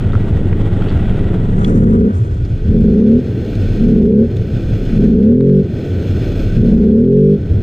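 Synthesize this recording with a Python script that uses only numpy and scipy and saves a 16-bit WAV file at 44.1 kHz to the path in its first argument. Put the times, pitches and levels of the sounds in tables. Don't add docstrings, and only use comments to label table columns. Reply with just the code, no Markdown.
import sys
import numpy as np
from scipy import signal
from scipy.fft import rfft, irfft
from scipy.io import wavfile
from scipy.ndimage import uniform_filter1d, minimum_filter1d

SR = 44100
rng = np.random.default_rng(int(sys.argv[2]) if len(sys.argv) > 2 else 0)


def transcribe(signal):
    frames = np.atleast_2d(signal).T
    limited = np.clip(frames, -1, 1)
    pcm = np.round(limited * 32767).astype(np.int16)
    wavfile.write(sys.argv[1], SR, pcm)


N = 336042
TIME = np.arange(N) / SR

# half open on the way up in seconds, half shut in seconds, starting rpm,
# run-up in rpm per second, top rpm under that load, honk in dB at HONK_RPM,
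# amount of thrown mud in dB, delay from shutting to the mud's peak in seconds.
BURSTS = [ (1.70, 2.101, 1573, 6420, 7180, -11, -44, 0.96),
          (2.703, 3.201, 1845, 6660, 7164, -10.5, -37, .52),
          (3.807, 4.247, 1816, 6810, 5957, -9, -37.5, .59),
          (4.939, 5.617, 1959, 7635, 5926, -10.5, -35, 0.78),
          (6.575, 7.361, 1789, 7148, 6190, -11.5, -41, 0.54), ]
# time in seconds, speed in rpm.
IDLE_SPEED = [(0, 1206), (.4, 1171), (1.17, 1239), (1.58, 1294), (1.70, 1510)]
# multiple of the cycle rate, level in dB.
NOTE_HARMONICS = [(1, -1), (2, 5), (3, 9.5), (4, 3.5), (5, -4.5), (6, 5.5), (7, 3), (8, 1.5), (9, 3),
                  (10, 1.5), (11, 2.5), (12, 3), (13, -1.5), (14, 6.5), (15, 0.5), (30, -2), (48, -5.5)]
# multiple of the cycle rate, level in dB.
THROB_HARMONICS = [(1, -9.5), (2, -2), (3, -13.5)]
# frequency in Hz, response in dB.
TAILPIPE_RESPONSE = [(20, -2.5), (55, -8), (80, 0.5), (100, 5), (125, -7.5), (200, -16.5), (400, -51),
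                     (1000, -103.5)]
# time in seconds, level in dB before the pipe clears.
GURGLE_LEVEL = [(0, -25.5), (1.1, -18.5), (1.4, -14.5), (2.0, -11), (2.4, -89)]
# frequency in Hz, response in dB.
GURGLE_RESPONSE = [(60, -10.5), (103, 12.5), (135, -10), (180, 8.5), (220, -1), (280, -25.5), (500, -46),
                   (1000, -85.5)]
# frequency in Hz, response in dB.
BODY_RESPONSE = [(40, -12), (110, -7), (165, 0), (215, -2.5), (270, -6), (420, -7.5), (520, -15.5),
                 (630, -26.5), (800, -34.5), (1050, -42.5), (2000, -38.5), (5000, -107)]
# time in seconds, added level in dB.
RUMBLE_TRIM = [(1.45, -5.5), (1.7, -4.5), (2.25, -13), (2.52, -13), (2.7, -8.5), (3.3, -6), (4.6, -7),
               (6.2, -6), (7.5, -8)]
# time in seconds, slop in dB, brighter splash in dB.
WASH_LEVELS = [(0, -31.5, -39), (.3, -29.5, -45), (.52, -30, -44), (.7, -27.5, -43), (1.05, -28, -38.5),
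               (1.28, -31, -42), (1.5, -32.5, -46.5), (2.4, -45, -56.5), (4, -67, -95)]
# frequency in Hz, response in dB.
SLOP_RESPONSE = [(250, 18.5), (600, 14.5), (800, 11), (1080, 2.5), (1400, 4), (1700, -4.5), (2000, -6),
                 (2600, -8.5), (3400, -6), (4300, -18.5), (6000, -30.5), (8000, -23), (11000, -34)]
# frequency in Hz, response in dB.
SPLASH_RESPONSE = [(500, -19.5), (1000, -8.5), (1450, 11), (1750, 0.5), (2050, 0.5), (2600, 1), (3400, -1),
                   (4400, -15.5), (7000, -25), (12000, -38.5)]
# frequency in Hz, width in Hz, height in dB.
CASE_RINGS = [(1933, 29, 11), (1880, 18, 5.7)]
# time in seconds, level in dB.
FIZZ_LEVEL = [(0, -65), (1.4, -67), (1.72, -53.5), (2.02, -67.5), (2.11, -79), (2.15, -56.5), (2.7, -76.5),
              (3.2, -100)]
# frequency in Hz, response in dB.
FIZZ_RESPONSE = [(3000, -29.5), (6000, -5), (7700, -5), (9000, -11), (12000, -29.5)]
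# frequency in Hz, response in dB.
PATTER_RESPONSE = [(60, 1.5), (200, 19.5), (420, 22), (650, 16.5), (1050, -6.5), (1300, 4.5), (1550, 7),
                   (2100, 4.5), (2450, 4.5), (3450, -9.5), (4300, -8), (5200, -10.5), (6400, -13),
                   (8000, -16.5), (9800, -23), (11200, -30.5), (15000, -45.5)]
# frequency in Hz, width in Hz, height in dB.
FENDER_MODES = [(1512, 45, 8), (1716, 140, -26.5), (2067, 230, -22), (3476, 340, 14), (3716, 150, -14.5),
                (4250, 220, 6), (4600, 270, -3.5), (5140, 170, 7), (5790, 480, -2), (6320, 270, 5.5),
                (6550, 300, 0.5)]
# frequency in Hz, response in dB.
MIST_RESPONSE = [(3000, -35), (8000, -10.5), (9800, -12.5), (11200, -16), (12300, -1.5), (14500, 0.5),
                 (15500, -12.5)]
# start in seconds, peak in dB, pitch in Hz, splat relative to the bubble's ring.
PLOP_EVENTS = [(.1186, -34, 3550, 0.35), (0.527, -24, 1570, 3), (.82, -21.5, 1400, 0.14),
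               (0.821, -27, 3210, 0.54), (.884, -28, 2620, 2.1), (0.893, -31, 2980, 3),
               (0.901, -31, 2720, 3), (1.6449, -17.5, 3340, 0.26), (3.1139, -40, 1675, 3.6),
               (3.5529, -33, 2302, 2.72), (4.3666, -30.5, 2777, 3), (4.8971, -30, 1600, 3.14)]
# start in seconds, peak in dB.
KNOCK_EVENTS = [(.1335, -18), (.138, -26), (.1405, -21), (.153, -13.5), (.1575, -27)]
# frequency in Hz, decay in seconds, relative level in dB.
KNOCK_RINGS = [(1150, 0.0018, -3), (1350, 0.0025, 14), (1950, .0016, -5), (3530, .001, -20)]
# start in seconds, peak in dB, mid pitch in Hz, length in seconds.
GLUG_EVENTS = [(0.146, -16, 101.2, 0.14), (.40, -12.5, 96.9, 0.19), (0.916, -11, 78.3, 0.11),
               (1.035, -13, 71, .1), (1.329, -11.5, 95.2, 0.097), (1.462, -14, 104, 0.056),
               (1.64, -12.5, 106, 0.13), (2.121, -10.5, 84.35, 0.088), (2.176, -13, 112, 0.078),
               (2.319, -18, 96.8, 0.15), (3.549, -11.5, 96.2, 0.15), (4.832, -18, 95.6, 0.084),
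               (5.896, -13.5, 86.1, 0.16), (6.032, -14, 92.5, 0.14), (6.191, -11, 102.6, 0.086),
               (6.246, -15, 91, .09), (6.42, -17, 92, .1)]
# start in seconds, peak in dB, centre of the band in Hz.
TICK_EVENTS = [(1.646, -32, 4500), (2.451, -35, 3300), (2.808, -38, 5000), (3.554, -31, 4200),
               (4.368, -34, 4500), (5.227, -35, 1500), (5.408, -24, 1400), (5.497, -29, 1500)]
# frequency in Hz, response in dB.
AIRBOX_RESPONSE = [(15, -51), (35, -2.5), (70, -12.5), (100, -12.5), (143, -2), (172, -12.5), (205, 4.5),
                   (235, 5), (260, 1.5), (298, -16), (345, -5), (390, 2.5), (440, -3), (485, -19.5),
                   (540, -17), (680, -48.5), (1100, -55), (2500, -93.5)]
# time in seconds, gain of the side signal in dB.
SIDE_LEVEL = [(1.0, -32.5), (1.6, 8.5), (2.0, 10.5), (2.4, 4.5), (2.8, -10.5), (3.2, -40)]
# frequency in Hz, response in dB.
SIDE_RESPONSE = [(40, -54), (200, -29), (420, -21), (1100, 6.5), (2000, -8.5), (3500, -19), (8000, -4.5)]

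SECOND_FIRING = .395
OPEN_RAMP_S, SHUT_RAMP_S = 0.11, .06
TOP_KNEE = 9
COAST_SHAPE = 1.8
LAST_COAST_S, LAST_COAST_RPM = 1, 1706
NOTE_WAVER_DB = 2
THROB_SHUT_DB, THROB_SHUT_FADE_RPM = -14.5, 2430
THROB_OPEN_DB, THROB_OPEN_FADE_RPM = -13, 4600
CLEAR_RPM = 3800
BURBLE_DB, BURBLE_SURGE_DB = -18.5, 5.5
PIPE_SWING_OCTAVES = .1
RUMBLE_SHUT_DB, RUMBLE_OPEN_DB = -13.5, -2
RUMBLE_BAND_HZ = 360
SPRAY_LEAD_S, SPRAY_FALL_S, SPRAY_SHAPE = 0.3, 0.53, 0.96
DRIBBLE_DB = -49.5
PATTER_DB = 5.5
MIST_DB, MIST_ONSET_DB, MIST_GROWTH = -72, -44, 1.2
GLUG_SAG = 0.15
TICK_DECAY_S = .0007
HONK_RPM, HONK_DB_PER_OCTAVE = 3000, 5
HONK_ROUGH, HONK_CLEAN_RPM = 1.5, 2900
TOP_HZ = 15300


def undb(db):
    return 10 ** (np.asarray(db) / 20)


def curve(rows, axis=1):
    rows = np.asarray(rows)
    return np.interp(TIME, rows[:, 0], rows[:, axis])


def steady(x, size=7001):
    power = uniform_filter1d(uniform_filter1d(x * x, size), size)
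    return x / np.sqrt(np.abs(power) + 1e-18)


def colour(x, points, size=16384):
    hz, db = np.transpose(points)
    grid = np.maximum(np.fft.rfftfreq(size, 1 / SR), 1)
    response_db = np.interp(np.log(grid), np.log(hz), db)
    cepstrum = irfft(np.log(undb(response_db)))
    cepstrum[1:size // 2] *= 2
    cepstrum[size // 2 + 1:] = 0
    impulse = irfft(np.exp(rfft(cepstrum)))
    return signal.fftconvolve(x, impulse)[:N]


def resonate(x, modes):
    for hz, width, db in modes:
        band = signal.lfilter(*signal.iirpeak(hz, hz / width, fs=SR), x)
        x = x + (undb(db) - 1) * band
    return x


def band_noise(noise, order, low_hz, high_hz):
    return signal.sosfilt(signal.butter(order, [low_hz, high_hz], "band", fs=SR, output="sos"), noise)


def clicks(times, sizes):
    at = np.clip(times * SR, 0, N - 2)
    i = at.astype(int)
    late = at - i
    return np.bincount(i, sizes * (1 - late), N) + np.bincount(i + 1, sizes * late, N)


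def walk(rate):
    return np.interp(TIME * rate, np.arange(4096), rng.standard_normal(4096))


def drops(rate, spread_db):
    hit = rng.random(N) < rate / SR
    sizes = undb(spread_db * np.minimum(rng.exponential(size=N), 6))
    x = hit * sizes * rng.choice([-1, 1], N)
    return x / np.std(x)


def ring(x, decay_s, size=8192):
    t = np.arange(size) / SR
    tail = rng.standard_normal(size) * np.exp(-t / decay_s)
    response = rfft(tail, 2 * size)
    smear = irfft(response / np.abs(response))[:size]
    return signal.fftconvolve(x, smear)[:N]


def spread(mid, side, side_db):
    return mid + undb(side_db) * side * np.array([[1], [-1]])


def opening(opens, shuts):
    rising = (TIME - opens) / OPEN_RAMP_S
    falling = (shuts - TIME) / SHUT_RAMP_S
    return np.clip(np.minimum(rising, falling) + .5, 0, 1)


def crank_speed():
    rpm = curve(IDLE_SPEED)
    coast_ends = [(opens, start) for opens, _, start, *_ in BURSTS[1:]]
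    coast_ends.append((BURSTS[-1][1] + LAST_COAST_S, LAST_COAST_RPM))
    for (opens, shuts, start, run_up, top, *_), (ends, low) in zip(BURSTS, coast_ends):
        free = start + run_up * np.clip(TIME - opens, 0, shuts - opens)
        driven = free / (1 + (free / top) ** TOP_KNEE) ** (1 / TOP_KNEE)
        coast = np.interp(TIME, [shuts, ends], [1, 0]) ** COAST_SHAPE
        rpm = np.where(TIME > opens, low + (driven - low) * coast, rpm)
    return rpm


def engine_note(cycles):
    phase = cycles + .003 * walk(45)
    orders = np.arange(1, NOTE_HARMONICS[-1][0] + 1)
    levels = np.interp(orders, *np.transpose(NOTE_HARMONICS))
    shifts = np.angle(1 + .9 * np.exp(-2j * np.pi * orders * SECOND_FIRING))
    note = np.zeros(N)
    for order, db, shift in zip(orders, levels, shifts):
        strength = undb(db + NOTE_WAVER_DB * walk(7))
        note += strength * np.cos(2 * np.pi * order * phase + shift)
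    return steady(note)


def firings(cycles, jitter_s, scatter_db):
    chance = rng.standard_normal((1024, 2))
    count = np.arange(2 * int(cycles[-1]))
    times = np.interp(count // 2 + SECOND_FIRING * (count % 2), cycles, TIME)
    return clicks(times + jitter_s * chance[count, 0], undb(scatter_db * chance[count, 1]))


def puffs(pulses, decay_s):
    gusts = signal.lfilter([1], [1, -np.exp(-1 / (decay_s * SR))], pulses)
    return steady(gusts * rng.standard_normal(N))


def throb(cycles, rpm, throttle):
    phase = cycles + .02 * walk(28)
    wave = np.sqrt(2) * sum(undb(db) * np.sin(2 * np.pi * k * phase) for k, db in THROB_HARMONICS)
    coasting = undb(THROB_SHUT_DB) / (1 + (rpm / THROB_SHUT_FADE_RPM) ** 6)
    pulling = undb(THROB_OPEN_DB) / (1 + (rpm / THROB_OPEN_FADE_RPM) ** 6)
    return wave * ((1 - throttle) * coasting + throttle * pulling)


def exhaust(cycles):
    pulses = firings(cycles, jitter_s=.003, scatter_db=2)
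    bubbles = steady(ring(pulses, decay_s=.015)) + .6 * puffs(pulses, decay_s=.08)

    def pipe(octaves):
        return colour(bubbles, [(hz * 2 ** octaves, db) for hz, db in TAILPIPE_RESPONSE])

    depth = np.clip(.5 + .5 * walk(3.3), 0, 1)
    blend = depth * pipe(-PIPE_SWING_OCTAVES) + (1 - depth) * pipe(PIPE_SWING_OCTAVES)
    burble = steady(blend, size=2001) * undb(BURBLE_DB + BURBLE_SURGE_DB * walk(30))
    gurgle = steady(colour(bubbles, GURGLE_RESPONSE), size=2001) * undb(curve(GURGLE_LEVEL))
    return burble + gurgle


def rumble(cycles, throttle, note):
    pulses = firings(cycles, jitter_s=.002, scatter_db=2)
    tone = ring(note, decay_s=.008) * (.6 + .4 * throttle)
    band_gain = np.sqrt(SR / 2 / RUMBLE_BAND_HZ)
    churn = puffs(pulses, decay_s=.09) * band_gain * (.7 - .45 * throttle)
    db = (1 - throttle) * RUMBLE_SHUT_DB + throttle * RUMBLE_OPEN_DB + curve(RUMBLE_TRIM)
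    return steady(colour(tone + churn, BODY_RESPONSE), size=2001) * undb(db)


def wash():
    surge = undb(1.2 * walk(17.0) + 1.9 * walk(70))
    flow = drops(1800, spread_db=0.5) + 0.93 * rng.standard_normal(N)
    slop = steady(resonate(colour(flow, SLOP_RESPONSE), CASE_RINGS))
    splash = steady(resonate(colour(drops(2500, spread_db=1.5), SPLASH_RESPONSE), CASE_RINGS))
    fizz = steady(colour(drops(2600, spread_db=3.5), FIZZ_RESPONSE))
    water = slop * undb(curve(WASH_LEVELS)) + splash * undb(curve(WASH_LEVELS, axis=2))
    return surge * (water + fizz * undb(curve(FIZZ_LEVEL)))


def thrown_mud():
    power = undb(DRIBBLE_DB) ** 2
    for _, shuts, *_, db, lag in BURSTS:
        swell = np.interp(TIME - shuts, [-SPRAY_LEAD_S, lag, lag + SPRAY_FALL_S], [0, 1, 0])
        power = power + (undb(db) * swell ** SPRAY_SHAPE) ** 2
    return np.sqrt(power)


def spray():
    mud = thrown_mud()
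    sheets = undb(1.0 * walk(22) + 0.91 * walk(90))
    impacts = drops(4000, spread_db=0.0) + .5 * rng.standard_normal(N)
    patter = steady(resonate(colour(impacts, PATTER_RESPONSE), FENDER_MODES))
    mist = [steady(colour(drops(5000, spread_db=-5.0), MIST_RESPONSE)) for _ in range(2)]
    fine = spread(*mist, side_db=-3.5) * undb(MIST_DB + np.array([[-3], [3]]))
    mist_swell = (mud / undb(MIST_ONSET_DB)) ** MIST_GROWTH
    return sheets * (patter * mud * undb(PATTER_DB) + fine * mist_swell)


def plops(size=2048):
    out, t = np.zeros(N + size), np.arange(size) / SR
    swell = t ** 2 * np.exp(-t / .0012)
    for s, db, hz, wet in PLOP_EVENTS:
        bubble = np.sin(2 * np.pi * hz * t * (1 + 2 * t))
        splat = band_noise(rng.standard_normal(size), 3, hz / 1.5, min(hz * 1.5, 4200))
        pop = (bubble + wet * splat / np.std(splat)) * swell
        start = int(s * SR)
        out[start:start + size] += undb(db) * pop / np.abs(pop).max()
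    return out[:N]


def knocks(size=1024):
    t = np.arange(size) / SR
    blow = np.zeros(size)
    for hz, decay_s, db in KNOCK_RINGS:
        blow += undb(db) * np.exp(-t / decay_s) * np.sin(2 * np.pi * hz * t)
    times, db = np.transpose(KNOCK_EVENTS)
    return signal.fftconvolve(clicks(times, undb(db)), blow / np.abs(blow).max())[:N]


def glugs():
    out, wobble = np.zeros(N), .13 * walk(45)
    for s, db, hz, length in GLUG_EVENTS:
        age = np.clip((TIME - s) / length, 0, 1)
        live = (age > 0) & (age < 1)
        age = age[live]
        turns = hz * length * (age + GLUG_SAG * age * (1 - age) / 2)
        wave = np.sin(2 * np.pi * (turns + wobble[live] + rng.random()))
        out[live] += undb(db) * np.sin(np.pi * age ** 0.85) * wave
    return out


def ticks(size=512):
    out, t = np.zeros(N + size), np.arange(size) / SR
    for s, db, hz in TICK_EVENTS:
        burst = rng.standard_normal(size) * np.exp(-t / TICK_DECAY_S)
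        tick = band_noise(burst, 2, hz / 1.7, hz * 1.7)
        start = int(s * SR)
        out[start:start + size] += undb(db) * tick / np.abs(tick).max()
    return out[:N]


def intake(cycles, rpm, note):
    pulses = firings(cycles, jitter_s=.00006, scatter_db=1.0)
    rough = HONK_ROUGH / (1 + (rpm / HONK_CLEAN_RPM) ** 6)
    gulps = ring(note, decay_s=.003) + rough * puffs(pulses, decay_s=.035)
    honk = steady(colour(gulps, AIRBOX_RESPONSE), size=3001)
    effort = sum(opening(opens, shuts) * undb(db) for opens, shuts, _, _, _, db, *_ in BURSTS)
    return honk * effort * undb(HONK_DB_PER_OCTAVE * np.log2(rpm / HONK_RPM))


def scene():
    rpm = crank_speed()
    throttle = sum(opening(opens, shuts) for opens, shuts, *_ in BURSTS)
    cycles = np.cumsum(rpm / (2 * 60)) / SR
    note = engine_note(cycles)
    clear = 1 / (1 + throttle * (rpm / CLEAR_RPM) ** 3)
    drowned = clear * (exhaust(cycles) + rumble(cycles, throttle, note))
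    engine = throb(cycles, rpm, throttle) + drowned + intake(cycles, rpm, note)
    sound = engine + wash() + spray() + plops() + knocks() + glugs() + ticks()
    side = colour(ring(sound.mean(axis=0), decay_s=0.00076), SIDE_RESPONSE)
    return spread(sound, side, curve(SIDE_LEVEL))


def record(dry):
    sound = signal.sosfilt(signal.butter(2, 12, "high", fs=SR, output="sos"), dry)
    ceiling = .94
    needed = ceiling / np.maximum(np.abs(sound).max(axis=0), ceiling)
    held = minimum_filter1d(needed, size=881)
    gain = uniform_filter1d(uniform_filter1d(held, size=441), size=441)
    return signal.sosfilt(signal.ellip(8, .2, 70, TOP_HZ, fs=SR, output="sos"), sound * gain)


dry = scene()
out = record(dry)
transcribe(out)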